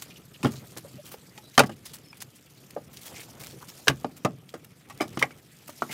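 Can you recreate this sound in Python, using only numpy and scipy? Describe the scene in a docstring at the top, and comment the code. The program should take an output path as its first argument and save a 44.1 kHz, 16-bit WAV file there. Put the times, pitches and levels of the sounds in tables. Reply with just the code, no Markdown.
"""A brush of grit and a light rustle come first; then split logs and old boards land, close to the microphone.
They are stacked by hand outdoors: each piece lands with a few quick contacts that ring the dry wood.
Each contact excites decaying wood modes, with noise for its crack and rattle and a diffuse tail from the pile.
Boots, leaves and clothes are shaped noise between the blows; a few faint thin whistles are wavering sines.
A low distant rumble of filtered noise lies behind, with small dull bumps of handled wood."""
import sys
import numpy as np
from scipy import signal
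from scipy.fft import rfft, irfft
from scipy.io import wavfile
from scipy.ndimage import uniform_filter1d

SR = 44100
rng = np.random.default_rng(int(sys.argv[2]) if len(sys.argv) > 2 else 0)


def bounce(signal):
    """Save signal as a 16-bit WAV file at the path given by the first command-line argument."""
    frames = np.transpose(np.atleast_2d(signal))
    limited = np.clip(frames, -1, 1)
    pcm = np.round(limited * 32767).astype(np.int16)
    wavfile.write(sys.argv[1], SR, pcm)


N = 261513

# Contacts of wood on wood; levels are relative, before the offsets in the knock functions:
# start_s, knock_db, piece_hz, piece_ring_db, thud_db, clack_db, chatter_s
WOOD_CONTACTS = [(0.43, -49, 1063, -25.5, -40, -27, 0.011), (0.436, -44, 294, -13, -17, -48, 0.0045),
                 (0.446, -12, 283, -22, -14, -26.5, 0.0039), (0.456, -18, 300, -13, -20.5, -28, 0.0047),
                 (0.466, -26.5, 353, -20.5, -27, -33, 0.015), (0.535, -36.5, 292, -47, -44, -44, 0.0037),
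                 (0.765, -37.5, 380, -31.5, -38.5, -41, 0.0069), (0.846, -44, 557, -33, -51, -70, 0.0021),
                 (0.94, -60, 342, -47, -30, -45, 0.0013), (1.14, -32.5, 460, -32.5, -60, -42, 0.0032),
                 (1.377, -51, 840, -34.5, -47, -33.5, 0.0052), (1.578, -1.5, 1250, -25, -13.5, -5, 0.0044),
                 (1.592, -4, 491, -3, -16, -4.5, 0.0061), (1.602, -2, 448, -16, -26, -16, 0.0025),
                 (1.624, -26, 294, -15.5, -28, -36, 0.0041), (1.635, -19.5, 510, -31, -20, -28.5, 0.0052),
                 (1.693, -32, 415, -40, -34, -40, 0.009), (2.129, -40.5, 2290, -37.5, -73, -43.5, 0.0017),
                 (2.764, -22.5, 514, -23.5, -43, -52, 0.0016), (2.772, -27, 580, -30, -39.5, -54, 0.0018),
                 (3.486, -60, 199, -47.5, -39, -63, 0.0075), (3.53, -50, 305, -52.5, -38, -60, 0.023),
                 (3.872, -19, 1670, -17, -25, -25, 0.0037), (3.881, -12.5, 1617, -8, -30, -4, 0.0026),
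                 (3.896, -17.5, 256, -10.5, -18.5, -22.5, 0.0054),
                 (4.045, -17, 766, -27.5, -24, -33.5, 0.0021), (4.248, -15, 1194, -15.5, -19, -19.5, 0.005),
                 (4.258, -16, 650, -15.5, -25, -39, .0028), (4.539, -28.5, 443.4, -26.5, -37, -37.5, 0.01),
                 (4.899, -39, 1143, -42.5, -67, -37, 0.011), (5.002, -26, 2290, -19.5, -39, -43, 0.016),
                 (5.007, -18.5, 312, -13.5, -26.5, -25, 0.0055), (5.015, -25.5, 618, -23, -43, -26, .012),
                 (5.173, -26, 329.3, -13, -27.5, -27, 0.0017), (5.216, -21, 1090, -19.5, -40, -34, 0.0016),
                 (5.225, -15.5, 2140, -3.5, -32, -13.5, 0.0023), (5.237, -17.5, 2310, -36, -42, -39, .0043),
                 (5.307, -38.5, 2320, -39.5, -53, -43, 0.0029), (5.691, -29.5, 617, -39, -41, -54, 0.0024),
                 (5.821, -13.5, 1307, -18, -31, -28.5, 0.0012), (5.892, -39, 2210, -32, -37, -49, 0.015)]
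# Modes of the stacked wood: pitch_hz, level_db (relative)
STACK_MODES = [(105, -9.5), (139, 3.5), (190, -3), (240, 2), (307, -0.2), (355, -0.5), (434, 1.7), (513, 1),
               (620, 4), (725, -3.5), (771, 2.5), (855, -4), (910, -3.5), (1044, -5.5), (1217, 5),
               (1353, 1), (1478, -4), (1600, 0.5), (1850, -2.5), (2010, 1.5), (2230, -3.5), (2513, 1),
               (2700, -3.5), (3015, 4.5), (3377, -8), (3748, -1.5), (4200, -22.5), (4800, 0), (5400, -1),
               (6200, -4)]
# Free ringing time of the stack, before damping by the landing piece: pitch_hz, t60_s
STACK_T60 = [(100, 0.12), (260, 0.1), (700, 0.03), (1800, 0.039), (5000, 0.028)]
# How long a landing piece rings, by its pitch: pitch_hz, t60_s
PIECE_RING_T60 = [(300, 0.04), (1200, 0.064), (2300, 0.032)]
# Band edges of the rattle of bark and splinters: pitch_hz, level_db (relative)
RATTLE_BAND = [(60, -21.5), (250, 0.5), (3000, -0.5), (7000, -8), (16000, -22)]
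# Decay of the shaken pile and ground: pitch_hz, t60_s
PILE_T60 = [(100, 0.63), (260, 0.18), (700, 0.13), (1840, 0.1), (4850, 0.059)]
# Scuffs of boots, bark and leaves; level before the offset in scuff(), breadth is the height of the skirts:
# start_s, level_db, hump_hz, breadth_db, length_s
GRIT_SCUFFS = [(0.0198, -30.5, 7200, -6, 0.014), (0.099, -40.5, 2480, -35, 0.025),
               (0.156, -42.5, 2850, -37, 0.023), (0.339, -40.5, 2820, -43, 0.024),
               (0.504, -40, 6470, -9, 0.057), (0.554, -39, 3950, -23, 0.032),
               (0.768, -29.5, 4270, -8.5, 0.02), (1.048, -38, 3030, -7, 0.051),
               (1.113, -34, 8700, 0.5, 0.031), (1.539, -41.5, 3870, -10, 0.031),
               (1.659, -35.5, 5070, -13, 0.015), (1.714, -44, 2850, -21, 0.021),
               (1.853, -31.5, 5020, -8.5, 0.021), (1.878, -42.5, 3520, -15, 0.039),
               (1.9322, -32.5, 7940, -6, 0.028), (1.984, -44, 5060, -12, .0073),
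               (2.17, -37, 4660, -4, 0.01), (2.203, -33.5, 5000, -17, 0.013),
               (2.2173, -27, 6440, -6, 0.012), (2.3496, -46, 9250, -11, 0.025),
               (2.704, -38.5, 2560, -7, 0.0088), (2.93, -38, 7030, 1, 0.022),
               (2.968, -35, 4070, -15, 0.011), (3.006, -39.5, 3150, -4, 0.048),
               (3.053, -32.5, 3240, -6.5, 0.032), (3.162, -38.5, 2240, -8, 0.013),
               (3.1944, -35.5, 2700, -8, 0.033), (3.23, -42.5, 5580, -13, .018),
               (3.297, -41, 5760, -10, .005), (3.395, -35.5, 2140, -7, 0.032),
               (3.4316, -34, 2330, -9, .023), (3.459, -37.5, 3280, -12, 0.028),
               (3.496, -39.5, 4400, -12, 0.032), (3.683, -36, 5300, -13, 0.023),
               (3.772, -40, 9100, -8, 0.024), (4.163, -38.5, 7240, -4.5, 0.02),
               (4.4846, -45.5, 3240, -16, .023), (4.6455, -37.5, 2630, -5, 0.0063),
               (4.975, -37.5, 4490, -10, 0.0044), (5.079, -40, 5600, -12, 0.0056),
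               (5.09, -38, 5420, -16, .004), (5.104, -41, 5300, -18, 0.0036),
               (5.126, -46, 2110, -25, 0.019), (5.19, -27, 2060, -17, .022),
               (5.677, -32.5, 2600, -6, 0.0077), (5.694, -33.5, 2170, -10, 0.011),
               (5.9105, -28, 2150, -14, 0.034)]
# A sleeve or bark slides along the wood: start_s, length_s, colour_hz, level_db
SLIDES = [(3.123, 0.13, 2170, -48.5), (3.14, 0.062, 5700, -48), (3.412, 0.086, 2480, -65),
          (3.603, 0.048, 1010, -49), (5.885, 0.11, 2040, -42.5)]
# Faint thin tones: start_s, length_s, pitch_hz, level_db
FAINT_TONES = [(0.976, 0.042, 594, -41), (1.419, 0.065, 3930, -54), (1.466, 0.032, 3980, -54),
               (1.507, 0.022, 3860, -58), (2.032, 0.04, 5300, -56), (2.063, 0.044, 5270, -56),
               (2.096, 0.023, 5210, -47), (5.308, 0.03, 2270, -51)]
# The stacker's movement, heard as rustle, over the rumble: start_s, rustle_db, rumble_db
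MOVEMENT = [(0.0, -55, -51.5), (0.28, -61.5, -54.5), (0.63, -57, -50.5), (1.37, -61, -54.5),
            (1.53, -59.5, -57), (1.8, -63, -54), (2.01, -61.5, -53), (2.46, -63.5, -57.5),
            (2.89, -61, -51.5), (3.09, -52, -52), (3.35, -58.5, -50), (3.85, -54.5, -54),
            (4.1, -62.5, -50.5), (4.38, -67, -55), (4.84, -64, -55.5), (5.14, -57, -48.5),
            (5.48, -63.5, -56.5), (5.93, -50, -56.5)]
# Colour of the bright rustle: pitch_hz, level_db (relative, per Hz)
RUSTLE_COLOUR = [(1760, -28), (3000, -7), (3420, -3.5), (4550, 1.5), (12100, -3), (14600, -2), (15800, -17)]
# Colour of the duller part of the rustle: pitch_hz, level_db (relative, per Hz)
BODY_COLOUR = [(500, -16.5), (900, -18.5), (1500, 3), (2400, 5), (3500, 2), (6000, -32)]
# Colour of the distant rumble: pitch_hz, level_db (relative, per Hz)
RUMBLE_COLOUR = [(15, -76.5), (25, -26), (139, -6), (182, -9), (202, -13.5), (285, -14), (415, -19),
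                 (945, -31), (1330, -27.5), (1500, -38), (1950, -74), (3300, -120)]
# Colour of the soft bumps of handled wood: pitch_hz, level_db (relative, per Hz)
BUMP_COLOUR = [(150, -22.5), (350, -1.5), (700, 0), (1400, -12), (3000, -30)]

STACK_DAMPING = 0.77  # the stack rings this share of its free time under the landing piece
RATTLE_DB, RATTLE_S = 9, 0.0053  # rattle gain; its decay time before the chatter is added
RUSTLE_MEAN_DB = -59  # reference level of the rustle
BODY_DB, BODY_FOLLOWS = -63, 0.47  # dull rustle at that reference; share by which it follows the rustle
BUMPS_PER_S, BUMPS_DB = 60, -11  # rate at the reference rustle; level against the rumble
EDGE_HZ = 15900  # upper band limit


def gain_of(db):
    """Decibels to gain."""
    return 10 ** (np.asarray(db) / 20)


def evened(x):
    """Scales to rms 1."""
    return x / np.sqrt(np.mean(x ** 2) + 1e-20)


def read(points, hz):
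    """Reads a table on a log-frequency axis."""
    f, value = np.transpose(points)
    return np.interp(np.log(hz + 1), np.log(f + 1), value)


def add(mix, start_s, sound):
    """Mixes a sound in at a time."""
    part = mix[round(start_s * SR):][:len(sound)]
    part += sound[:len(part)]


def coloured(x, points):
    """Gives a signal the colour of a spectrum, rms 1."""
    bins_hz = np.fft.rfftfreq(len(x), 1 / SR)
    return evened(irfft(rfft(x) * gain_of(read(points, bins_hz)), len(x)))


def touches(t, fade):
    """Wood meets wood in a fading, irregular chatter of micro-contacts, scaled to unit energy."""
    contacts = fade * rng.standard_normal(len(t)) * (rng.random(len(t)) < .04)
    contacts[0] = 0.99  # sets the first touch before scaling
    return contacts / np.linalg.norm(contacts)


def wood_ring(t, contacts, colour, piece_hz, piece_db):
    """The contacts drive decaying sine modes of the landing piece and the stack."""
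    # every stack mode is a close, beating cluster of three
    stack_hz, stack_db = np.transpose(STACK_MODES * 3)
    # each blow detunes the modes a little, for a dense, irregular ring
    stack_hz = stack_hz * (1 + .045 * rng.standard_normal(len(stack_hz)))
    piece_modes_hz = piece_hz * np.array([.9, 1, 1.09])
    mode_hz = np.append(stack_hz, piece_modes_hz)[:, None]
    mode_db = np.append(stack_db + read(colour, stack_hz), piece_db - np.array([11, 5, 11]))[:, None]
    t60 = read(STACK_T60, mode_hz) * STACK_DAMPING
    t60[len(stack_hz):] = read(PIECE_RING_T60, piece_hz)

    signs = rng.choice([-1., 1.], mode_hz.shape)  # where the blow falls sets each mode's polarity
    struck = contacts != 0
    reach = abs(np.exp(-2j * np.pi * mode_hz * t[struck]) @ contacts[struck])[:, None]
    drive = signs / (reach + 0.089) ** 0.92  # evens out how strongly the chatter drives each mode
    rise = 1 - np.exp(-t * mode_hz / 0.47)  # wood gives a little: each mode swells over a cycle
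    decay = gain_of(mode_db - 60 * t / t60)
    modes = drive * rise * decay * np.sin(2 * np.pi * mode_hz * t)
    return signal.fftconvolve(contacts, modes.sum(0))[:len(t)]


def dry_crack(t, fade, crack_db):
    """The dry crack of a blow: a short burst of bright noise with a brief tail."""
    crack = coloured(rng.standard_normal(len(t)), [(1500, -34.5), (4000, -5), (9000, -5), (16000, -15.5)])
    swell = 1 - np.exp(-t / 0.00056)
    return crack * gain_of(crack_db - 5.5) * (fade + 0.1 * np.exp(-t / 0.0035)) * swell


def bark_rattle(t, colour, chatter_s):
    """Bark and splinters rattle under the blow: decaying noise that shares its colour."""
    bins_hz = np.fft.rfftfreq(len(t), 1 / SR)
    bin_gain = gain_of(read(colour, bins_hz) + read(RATTLE_BAND, bins_hz))
    rattle = irfft(rfft(rng.standard_normal(len(t))) * bin_gain, len(t))
    swell = 1 - np.exp(-t / .001)
    return rattle * gain_of(RATTLE_DB) * np.exp(-t / (RATTLE_S + chatter_s)) * swell


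def knock(knock_db, piece_hz, piece_db, thud_db, clack_db, chatter_s):
    """A short chatter rings the piece and the stack; a dry crack and a rattle ride on top."""
    t = np.arange(6144) / SR
    fade = np.exp(-t / np.clip(chatter_s, .0003, .03))
    contacts = touches(t, fade)
    crack_db = clack_db - 5.5
    colour = [(200, thud_db - 10), (800, knock_db - 12.5), (2600, clack_db - 15.5), (7000, crack_db - 11)]
    ring = wood_ring(t, contacts, colour, piece_hz, piece_db)
    return ring + dry_crack(t, fade, crack_db) + bark_rattle(t, colour, chatter_s)


def pile(x):
    """The stack shakes on after a blow: a diffuse tail whose bass lasts longest."""
    hz, t, z = signal.stft(rng.standard_normal(SR // 2), SR, nperseg=256)
    decay = gain_of(-60 * t / read(PILE_T60, hz)[:, None])
    tail = signal.istft(z * decay, SR, nperseg=256)[1]
    tail[:200] = 0  # the direct blow comes first
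    return signal.fftconvolve(x, tail / np.linalg.norm(tail))[:N]


def scuff(level_db, hz, breadth_db, length_s):
    """A brush of grit: grainy noise with a hump over broad skirts, swelling, then fading."""
    t = np.arange(6144) / SR
    grain_db = 4.2 * evened(uniform_filter1d(rng.standard_normal(len(t)), 40))
    grit = rng.standard_normal(len(t)) * gain_of(grain_db)
    hump = [(hz * 0.96, -6), (hz, 0), (hz * 1.1, -6)]
    low_skirt = [(300, breadth_db - 5.5), (1200, breadth_db - 0.5)]
    air_skirt = [(12500, breadth_db - 0.5), (16000, breadth_db - 1.5)]
    brush = coloured(grit, sorted(low_skirt + hump + air_skirt))
    u = t / np.clip(length_s, .001, .06)
    return gain_of(level_db - 6.5) * brush * (1 - np.exp(-u / 0.11)) * np.exp(-u ** 2)


def swish(length_s, hz, level_db):
    """A slide that swells and fades: grainy noise in one broad resonance."""
    t = np.arange(0, length_s, 1 / SR)
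    resonance = [(hz * 0.66, -30), (hz * 0.8, -4), (hz, 0), (hz * 1.38, -4), (hz * 2.9, -30)]
    band = coloured(rng.standard_normal(len(t)), resonance)
    grain_db = 3.2 * evened(uniform_filter1d(rng.standard_normal(len(t)), 120))
    grain = evened(gain_of(grain_db))
    return gain_of(level_db) * band * grain * signal.windows.tukey(len(t), .7)


def whistle(length_s, hz, level_db):
    """A brief sine of wavering pitch that swells and fades."""
    t = np.arange(0, length_s, 1 / SR)
    wobble = 1 + 0.02 * evened(uniform_filter1d(rng.standard_normal(len(t)), 150))
    phase = 2 * np.pi * np.cumsum(hz * wobble) / SR
    return gain_of(level_db) * np.sin(phase) * np.hanning(len(t))


def hiss(points, patchy_db, flicker_db):
    """Noise with drifting patches in time and pitch, and a flicker shared by all bands."""
    frames, hz = N // 128 + 5, np.fft.rfftfreq(512, 1 / SR)
    real, imag, patches = rng.standard_normal((frames, 257, 3)).T
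    patches = evened(uniform_filter1d(uniform_filter1d(patches, 12, 0), 10, 1))
    flicker = evened(uniform_filter1d(rng.standard_normal(frames), 3))
    level_db = read(points, hz)[:, None] + patchy_db * patches + flicker_db * flicker
    z = (real + 1j * imag) * gain_of(level_db)
    return evened(signal.istft(z, nperseg=512, noverlap=384)[1][:N])


def clothes_and_leaves(rustle_db):
    """Clothes and leaves rub as bright and dull noise; dry leaves crackle in sparse random snaps."""
    rustle = gain_of(rustle_db) * hiss(RUSTLE_COLOUR, 3.0, 2.8)
    snaps = gain_of(4.4 * np.minimum(rng.exponential(1, N), 4))
    snaps *= rng.random(N) < 150 / SR  # about 150 a second
    crackle = coloured(snaps * rng.choice([-1., 1.], N), RUSTLE_COLOUR)
    body_db = BODY_DB + BODY_FOLLOWS * (rustle_db - RUSTLE_MEAN_DB)
    body = gain_of(body_db) * hiss(BODY_COLOUR, 2.2, 2.1)
    return rustle + gain_of(rustle_db - 7.5) * crackle + body


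def handled_wood(rustle_db):
    """Wood bumps softly: short dull noise bursts, more of them with more rustle."""
    taps = gain_of(2.5 * np.minimum(rng.exponential(1, N), 3))
    taps *= rng.random(N) < BUMPS_PER_S * gain_of(2 * (rustle_db - RUSTLE_MEAN_DB)) / SR
    decay = np.exp(-np.arange(800) / SR / 0.01)
    jolts = signal.oaconvolve(taps, decay)[:N] * rng.standard_normal(N)
    return gain_of(BUMPS_DB) * coloured(jolts, BUMP_COLOUR)


def distant_rumble():
    """Low noise whose strength drifts in slow lumps."""
    drift = uniform_filter1d(uniform_filter1d(rng.standard_normal(N), 600), 600)
    lumps = gain_of(2.3 * evened(drift))
    return coloured(lumps * rng.standard_normal(N), RUMBLE_COLOUR)


def handling():
    """The stacker's rustle and soft bumps over the distant rumble, following the movement levels."""
    s, *columns = np.transpose(MOVEMENT)
    rustle_db, rumble_db = (np.interp(np.arange(N) / SR, s, column) for column in columns)
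    low = distant_rumble() + handled_wood(rustle_db)
    return clothes_and_leaves(rustle_db) + gain_of(rumble_db) * low


def scene():
    """Wood and its tail, scuffs, swishes, whistles and the background."""
    wood = np.zeros((4, N))  # four differing diffuse tails, shared out among the contacts in turn
    rest = handling()
    for k, (s, *row) in enumerate(WOOD_CONTACTS):
        add(wood[k % len(wood)], s, knock(*row))
    for source, rows in ((scuff, GRIT_SCUFFS), (swish, SLIDES), (whistle, FAINT_TONES)):
        for s, *row in rows:
            add(rest, s, source(*row))
    shaken = sum(share + gain_of(-17) * pile(share) for share in wood)
    return (shaken + rest)[None]


def record(dry):
    """The small microphone drops the deep bass, the loudest blows are softly squeezed; then the band limit."""
    heard = signal.sosfilt(signal.butter(2, 75, "high", fs=SR, output="sos"), dry)
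    squeezed = 1.2 * np.tanh(heard / 1.2)
    band_limit = signal.firwin(511, EDGE_HZ, window=("kaiser", 9), fs=SR)
    return signal.oaconvolve(squeezed, band_limit[None], "same")


dry = scene()
out = record(dry)
bounce(out)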